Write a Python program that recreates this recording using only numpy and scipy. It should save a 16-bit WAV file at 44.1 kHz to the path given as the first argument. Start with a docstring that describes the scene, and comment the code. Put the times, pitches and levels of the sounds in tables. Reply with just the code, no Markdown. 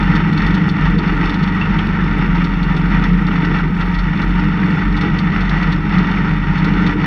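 """Plowing snow, from on board

The microphone rides on a small utility vehicle working its plow at a snow bank. The four-stroke engine
holds about 2700 rpm: gas puffs boom in the exhaust and the crank makes the frame throb. The drive
clatters in surges, loose steel on the plow mount rattles in step with the engine, and the mount knocks.
A faint high hiss and fine crackle lie behind it all."""
import sys
import numpy as np
from scipy import signal
from scipy.fft import rfft, irfft, next_fast_len
from scipy.io import wavfile
from scipy.ndimage import map_coordinates

SR = 44100
rng = np.random.default_rng(int(sys.argv[2]) if len(sys.argv) > 2 else 0)


def file_out(sig):
    """Save sig as 16-bit WAV at sys.argv[1]."""
    # one column per channel
    cols = np.atleast_2d(sig).T
    # limit, then scale
    lim = np.clip(cols, -1, 1)
    pcm = np.round(lim * 32767).astype(np.int16)
    wavfile.write(sys.argv[1], SR, pcm)


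N = 311346


def amp(db):
    """Decibels to gain."""
    return 10 ** (np.asarray(db) / 20)


def unit(x):
    """Scale to rms 1."""
    return x / np.sqrt(np.mean(x ** 2) + 1e-20)


def curves(rows):
    """One value per sample for each column after the time."""
    times, *columns = np.transpose(rows)
    return [np.interp(np.arange(N) / SR, times, column) for column in columns]


def wobble(rate):
    """A smooth random curve, rate knots a second."""
    return map_coordinates(rng.standard_normal(1024), [np.arange(N) * rate / SR], mode="wrap")


def add(track, s, sound):
    """Mix a sound into a track at s seconds."""
    part = track[max(round(s * SR), 0):][:len(sound)]
    part += sound[:len(part)]


def filtered(x, response):
    """x times a complex response of frequency."""
    size = 2 * next_fast_len(N // 2 + SR // 4)
    return irfft(rfft(x, size) * response(np.fft.rfftfreq(size, 1 / SR)), size)[:N]


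def coloured(x, points, modes=()):
    """Ring white x through (Hz, dB) points and (Hz, width, dB) resonances, keeping its power."""
    def response(hz):
        point_hz, point_db = np.transpose(points)
        level_db = np.interp(np.log(hz + 1), np.log(point_hz), point_db)
        level_db += sum(lift / (1 + (2 * (hz - centre) / width) ** 2) for centre, width, lift in modes)
        cepstrum = irfft(np.log(amp(level_db)))
        half = len(cepstrum) // 2
        cepstrum[1:half] *= 2  # minimum phase: the ring follows the blow
        cepstrum[half + 1:] = 0
        gain = np.exp(rfft(cepstrum))
        return gain / np.sqrt(np.mean(abs(gain) ** 2))
    return filtered(x, response)


def impacts(per_s):
    """Impulses of random time and size, at rms 1."""
    return unit((rng.random(N) < per_s / SR) * rng.standard_normal(N))


def once_a_cycle(cycle, at, decay, scatter_db):
    """A burst at one point of every cycle, its strength scattered; at and decay in cycles."""
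    since = cycle - at + 2
    sizes = amp(scatter_db * rng.standard_normal(512))
    return sizes[since.astype(int)] * np.exp(-(since % 1) / decay)


def harmonic(cycle, order, rough):
    """One engine harmonic of rms about 1; uneven firings make it waver, the pipework shifts its phase."""
    waver = 1 + rough * (wobble(12) + 1j * wobble(12))
    phase = order * cycle - .1 * order * order
    return np.sqrt(2) * np.real(waver * np.exp(2j * np.pi * phase))


# Spectrum of the high crackle in the background: (frequency [Hz], gain [dB])
CRACKLE_SPECTRUM = [(3000, -14), (6500, 9), (10200, 3.5), (11000, 0), (13000, -6), (15500, -17.5)]
def treble_crackle():
    """A faint high hiss and fine crackle: dense ticks, a few of them larger."""
    ticks = (rng.random(N) < 250 / SR) * rng.choice([-1, 1], N)
    size_db = 4.5 * np.minimum(rng.exponential(size=N), 3.5)
    crackle = unit(ticks * amp(size_db + 2 * wobble(10)))
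    hiss = .8 * rng.standard_normal(N)
    return amp(-71.5) * coloured(crackle + hiss, CRACKLE_SPECTRUM)


# Faint, scattered clicks: (time [s], relative level [dB])
BRIGHT_CLICKS = [(0.4705, -48), (0.5492, -46.5), (0.683, -46.5), (0.7166, -48), (0.91, -47),
                 (1.5516, -46.5), (1.8727, -51), (2.1858, -46.5), (2.3467, -50.5), (3.6007, -50.5),
                 (4.8534, -47.5), (5.3542, -49.5)]
# Their spectrum: (frequency [Hz], gain [dB])
CLICK_SPECTRUM = [(2000, -8.5), (6000, -1.5), (10500, -1.5), (15500, -5.5)]
def bright_clicks(decay_s=.0003):
    """A few faint, dry, bright clicks."""
    out, t = np.zeros(N), np.arange(SR // 100) / SR
    for s, db in BRIGHT_CLICKS:
        add(out, s, amp(db + 7) * np.exp(-t / decay_s) * rng.standard_normal(len(t)))
    return coloured(out, CLICK_SPECTRUM)


# Spectrum of a thin tick from inside the engine: (frequency [Hz], gain [dB])
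PING_SPECTRUM = [(3000, -29.5), (8500, -10.5), (10000, 0), (11200, -5), (13000, -3), (15500, -16.5)]
def engine_ping(cycle, crank_hz, free_hz=45.4):
    """Something small ticks on every turn, louder when the engine labours below its free speed."""
    sag_hz = np.clip(free_hz - crank_hz, 0, 1)
    strokes = unit(once_a_cycle(2 * cycle, at=.9, decay=.06, scatter_db=3))
    return amp(-80.5 + 8.5 * sag_hz) * coloured(strokes * rng.standard_normal(N), PING_SPECTRUM)


def tyres():
    """The tyres rumble below the microphone."""
    spectrum = [(18, -30), (36, 0), (48, -6.5), (75, -12.5), (900, -120)]  # (frequency [Hz], gain [dB])
    return amp(-30.5) * coloured(rng.standard_normal(N), spectrum)


# Low hum of the crankshaft: (order [per engine cycle], level at mean speed [dB])
CRANK_HARMONICS = [(1, -46), (3, -47), (4, -30), (5, -42)]
def crank_hum(cycle, crank_hz):
    """The crank's hum sags when the engine labours; its once-a-turn tone holds steady."""
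    revs_db = 2.1 * (crank_hz - crank_hz.mean())
    hum = sum(amp(db + revs_db) * harmonic(cycle, order, rough=.1) for order, db in CRANK_HARMONICS)
    return hum + amp(-37) * harmonic(cycle, order=2, rough=.18)


# Tones of the drive belt: (order [per belt lap], level [dB])
BELT_HARMONICS = [(5, -26.5), (7, -27.5)]
def belt(cycle, laps_per_cycle=4 / 3):
    """The belt laps more slowly than the crank turns and drones, wavering in level and phase."""
    laps = laps_per_cycle * cycle
    return sum(amp(db + 3.8 * wobble(4)) * np.sin(2 * np.pi * order * laps + .55 * wobble(5))
               for order, db in BELT_HARMONICS)


# Throb of the frame under the microphone: (time [s], level [dB])
FRAME_LEVEL = [(0.0, -17.5), (0.4, -29.5), (0.46, -17.5), (0.72, -37.5), (0.83, -16), (1.5, -27.5),
               (2.56, -16.5), (2.62, -20.5), (3.15, -18.5), (3.33, -24.5), (4.09, -18), (4.17, -32.33),
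               (4.29, -17.5), (4.74, -30), (4.87, -16), (5.02, -26), (5.16, -20.5), (7.05, -23.5)]
def frame_throb(cycle, max_lag_hz=6):
    """The crank shakes the frame once a turn; the shake falls behind the crank whenever it ebbs."""
    throb_db, = curves(FRAME_LEVEL)
    lag_hz = max_lag_hz * np.clip((-16.5 - throb_db) / 14, 0, 1)
    phase = 2 * cycle - np.cumsum(lag_hz) / SR
    waver = 1 + .23 * (wobble(15) + 1j * wobble(11)) + .052 * wobble(56)
    shake = unit(np.real(waver * np.exp(2j * np.pi * phase)))
    return amp(throb_db) * shake


# Slips out at the plow mount: (time [s], relative level [dB], ring [Hz], width [Hz], 60 dB decay [s])
MOUNT_SLIPS = [(1.198, -17, 1400, 900, 0.057), (1.613, -14.5, 2730, 218, 0.099),
               (1.789, -13, 2770, 1490, 0.031), (1.987, -15.5, 1480, 686, .08),
               (2.023, -12, 1280, 500, 0.054), (3.591, -12.5, 1430, 700, 0.064),
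               (4.132, -19, 1290, 900, 0.04), (4.228, -13, 1500, 690, 0.079),
               (4.631, -12, 1500, 1200, 0.06)]
def mount_knocks(attack_s=.00067):
    """The plow mount shifts: each slip excites one resonance, narrow for a squeak, wide for a knock."""
    out, t = np.zeros(N), np.arange(SR // 10) / SR
    for s, db, hz, width, t60 in MOUNT_SLIPS:
        band = signal.butter(3, [hz - width / 2, hz + width / 2], "bandpass", fs=SR, output="sos")
        ring = unit(signal.sosfilt(band, rng.standard_normal(SR // 2)))[-len(t):]
        envelope = amp(db - 4.5 - 60 * t / t60) * (1 - np.exp(-t / attack_s))
        add(out, s, envelope * ring)
    return out


# Clatter of the drive between jolts, heard on board: (time [s], level [dB])
DRIVE_LEVEL = [(0.0, -21.5), (0.31, -25.5), (1.31, -24.5), (1.52, -26.5), (1.56, -24.5), (3.68, -28),
               (3.72, -29.5), (4.39, -25.5), (5.33, -26), (5.73, -22), (5.8, -28.5), (6.05, -23.5),
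               (6.4, -27), (6.91, -20.5), (6.96, -27.39), (7.05, -20.5)]
# Jolts over lumps of snow: (time [s], lift [dB])
SNOW_JOLTS = [(.16, 2.5), (.43, 4.5), (.58, 1.5), (0.839, 4.5), (1.08, 2.5), (1.24, 4), (1.83, 3),
              (2.22, 2.5), (2.37, 4), (2.68, 1.5), (2.95, 5), (3.05, 5), (3.35, 5.5), (3.45, 3), (3.57, 6),
              (3.81, 4.5), (4.2, 3.5), (4.42, 1.5), (4.81, 2.5), (5.05, 4), (5.37, 2.5), (5.95, 3.5),
              (6.28, 4), (6.67, 0)]
def shaking(jolt_s=.045):
    """How hard loose parts are shaken, in dB: the drive, a surge at each jolt, and small chance bumps."""
    t = np.arange(N) / SR
    drive_db, = curves(DRIVE_LEVEL)
    jolts_db = sum(db * np.exp(-((t - s) / jolt_s) ** 2) for s, db in SNOW_JOLTS)
    return drive_db + jolts_db + .85 * wobble(12)


# Body panels around the microphone: (frequency [Hz], width [Hz], lift [dB])
PANEL_MODES = [(767, 10, 7), (832, 16, 6.5), (930.7, 60, 10), (1180, 22, 5), (1273, 70, 4.5),
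               (1396, 100, 6), (1517, 24, 7), (1799, 45, 6.5), (1934, 50, 7), (2256, 28, 5.5),
               (2640, 21, 5), (2793, 6, 9), (3506, 170, 10), (3640, 41, 6.5), (4375, 120, 7), (4550, 49, 7),
               (5300, 56, 9.5), (5470, 250, 9), (6300, 180, 5)]
def ring_panels(blows, spectrum):
    """Blows on a metal part take on its spectrum and set the body panels ringing."""
    return coloured(blows, spectrum, PANEL_MODES)


# Buzzes of loose steel out at the plow mount: (time [s], relative level [dB])
STEEL_BUZZES = [(0.1526, -23), (0.3257, -27.5), (0.3696, -28), (0.4664, -29.5), (0.5427, -25.5),
                (0.6896, -22.5), (0.9818, -32.5), (1.073, -31.5), (1.2511, -29), (1.296, -23),
                (1.3416, -26.5), (1.388, -35), (1.4306, -30), (1.475, -32), (2.4423, -25), (2.6276, -28),
                (2.765, -29.5), (3.0382, -29), (3.4448, -30), (3.8066, -29.5), (3.9426, -28), (3.9884, -26),
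                (4.2188, -28), (4.9666, -25), (5.011, -24), (5.186, -26), (5.408, -27.5), (5.4919, -25),
                (5.6287, -32), (5.7224, -23.5), (5.983, -29), (6.114, -38.5), (6.577, -26), (6.6436, -25.5),
                (6.864, -22.5)]
# Spectrum of that steel: (frequency [Hz], gain [dB])
STEEL_SPECTRUM = [(1500, -12.5), (2800, 1.5), (4400, 0), (5000, -10), (6400, -17), (6750, -26),
                  (10200, -29.5), (11000, -40), (16000, -49)]
def steel_rattle(cycle, shaking_db, buzz_s=.017, attack_s=.00034):
    """Loose steel chatters faintly twice a cycle and now and then breaks into a short, hard buzz."""
    chatter = once_a_cycle(cycle, at=.67, decay=.2, scatter_db=3)
    chatter += .6 * once_a_cycle(cycle, at=.27, decay=.17, scatter_db=2)
    force = amp(shaking_db - 23) * unit(chatter)
    t = np.arange(SR // 10) / SR
    buzz = np.exp(-(t / buzz_s) ** 2) * (1 - np.exp(-t / attack_s))
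    for s, db in STEEL_BUZZES:
        add(force, s - .001, amp(db - 7.5) * buzz)
    return ring_panels(force * impacts(per_s=4500), STEEL_SPECTRUM)


# Spectrum of the engine and drive covers, close by: (frequency [Hz], gain [dB])
COVER_SPECTRUM = [(300, -37.5), (520, -8), (680, -9.5), (860, -1), (1020, -5), (1300, 1.5), (1660, -4),
                  (1900, 1.5), (2500, -6.5), (2900, -8.5), (3300, -17), (4200, -25.5), (6300, -35.5),
                  (7000, -62.5), (16000, -91.5)]
def drive_clatter(cycle, shaking_db):
    """Dense tiny metal impacts and valve ticks ring the covers, surging with the drive."""
    valves = once_a_cycle(cycle, at=.61, decay=.24, scatter_db=1.5)
    valves += once_a_cycle(cycle, at=.04, decay=.2, scatter_db=0)
    force = (1 + .22 * valves) * amp(1.1 * wobble(70))
    contacts = impacts(per_s=1300) + 1.48 * rng.standard_normal(N)
    return amp(shaking_db) * ring_panels(unit(force * contacts), COVER_SPECTRUM)


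# The exhaust under load, heard on board: (time [s], muffler gain [dB], pipe gain [dB])
EXHAUST_LOAD = [(0.0, -14.5, -26), (1.32, -16.34, -24), (1.38, -15.5, -28), (2.22, -15.79, -25.5),
                (2.43, -16.6, -28), (3.47, -15, -26.0), (4.11, -19, -31.31), (4.2, -15, -26.5),
                (4.27, -17, -28), (5.07, -15.5, -24), (5.12, -11.5, -27), (5.24, -17, -27),
                (6.18, -15, -25), (6.59, -17, -31.5), (6.68, -14, -22.5), (7.05, -16, -23.5)]
# Firing tones, three in the muffler, then the pipe's: (order [per engine cycle], relative level [dB])
FIRING_HARMONICS = [(6, -16), (7, -6.5), (9, -10.5), (11, -20), (12, -13), (13, -5), (14, -15)]
# Boom of the muffler: (frequency [Hz], gain [dB])
MUFFLER_SPECTRUM = [(60, -31), (95, -27), (125, -14), (153, 0.5), (180, -1.5), (200, 0), (225, -14.5),
                    (245, -9.5), (330, -46), (1500, -120)]
# Bark of the pipe: (frequency [Hz], gain [dB])
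PIPE_SPECTRUM = [(150, -38.5), (255, -5.5), (298, -1), (335, -2.5), (365, -11.5), (420, -7.5), (445, -14),
                 (472, -7), (505, -30.5), (700, -24.5), (3000, -120)]
def exhaust(cycle, crank_hz, resonance_hz=176.8, fade_db_per_hz=.53):
    """Firings give steady tones; their gas puffs ring the muffler and the pipe."""
    muffler_db, pipe_db = curves(EXHAUST_LOAD)
    # The muffler drones when four times the crank speed meets its resonance.
    detune_hz = abs(4 * crank_hz - resonance_hz)
    drone_db = -.18 - fade_db_per_hz * detune_hz - abs(wobble(3))
    drone = amp(drone_db - 1.5) * harmonic(cycle, order=8, rough=.2)
    handover = np.sqrt(1 - amp(drone_db) ** 2)  # neighbouring tones take over as the drone fades
    neighbours = sum(amp(db) * harmonic(cycle, order, rough=.28) for order, db in FIRING_HARMONICS[:3])
    pipe_tones = sum(amp(db) * harmonic(cycle, order, rough=.3) for order, db in FIRING_HARMONICS[3:])
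    puffs = .15 + once_a_cycle(cycle, at=.1, decay=.26, scatter_db=2)
    puffs += once_a_cycle(cycle, at=.68, decay=.16, scatter_db=2)
    boom = amp(-5.3) * coloured(unit(puffs * rng.standard_normal(N)), MUFFLER_SPECTRUM)
    bark = amp(-2) * coloured(unit(puffs * rng.standard_normal(N)), PIPE_SPECTRUM)
    swell_db = wobble(9)
    muffler = amp(muffler_db + swell_db) * (drone + handover * neighbours + boom)
    return muffler + amp(pipe_db) * (pipe_tones + bark)


# Crankshaft speed: (time [s], speed [turns/s])
CRANK_SPEED = [(0, 46), (.7, 46.2), (1.15, 44), (1.45, 45.4), (1.8, 47), (2.02, 46.5), (2.25, 43.9),
               (2.5, 43.1), (2.8, 44), (3.1, 43.9), (4, 44.3), (4.7, 45.6), (5.1, 45.6), (5.6, 45.2),
               (7.06, 45.3)]
def scene():
    """The mix from on board, in mono: one crankshaft times the machinery, two turns to a cycle."""
    crank_hz, = curves(CRANK_SPEED)
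    cycle = np.cumsum(crank_hz) / SR / 2
    shaking_db = shaking()
    engine = exhaust(cycle, crank_hz) + frame_throb(cycle) + crank_hum(cycle, crank_hz)
    running_gear = tyres() + belt(cycle)
    engine += engine_ping(cycle, crank_hz)
    metal = drive_clatter(cycle, shaking_db) + steel_rattle(cycle, shaking_db) + mount_knocks()
    return (engine + running_gear + metal + treble_crackle() + bright_clicks())[None]


def record(dry):
    """The on-board microphone's channel keeps nothing above its band limit."""
    return filtered(dry[0], lambda hz: hz < 15800)[None]


dry = scene()
out = record(dry)
file_out(out)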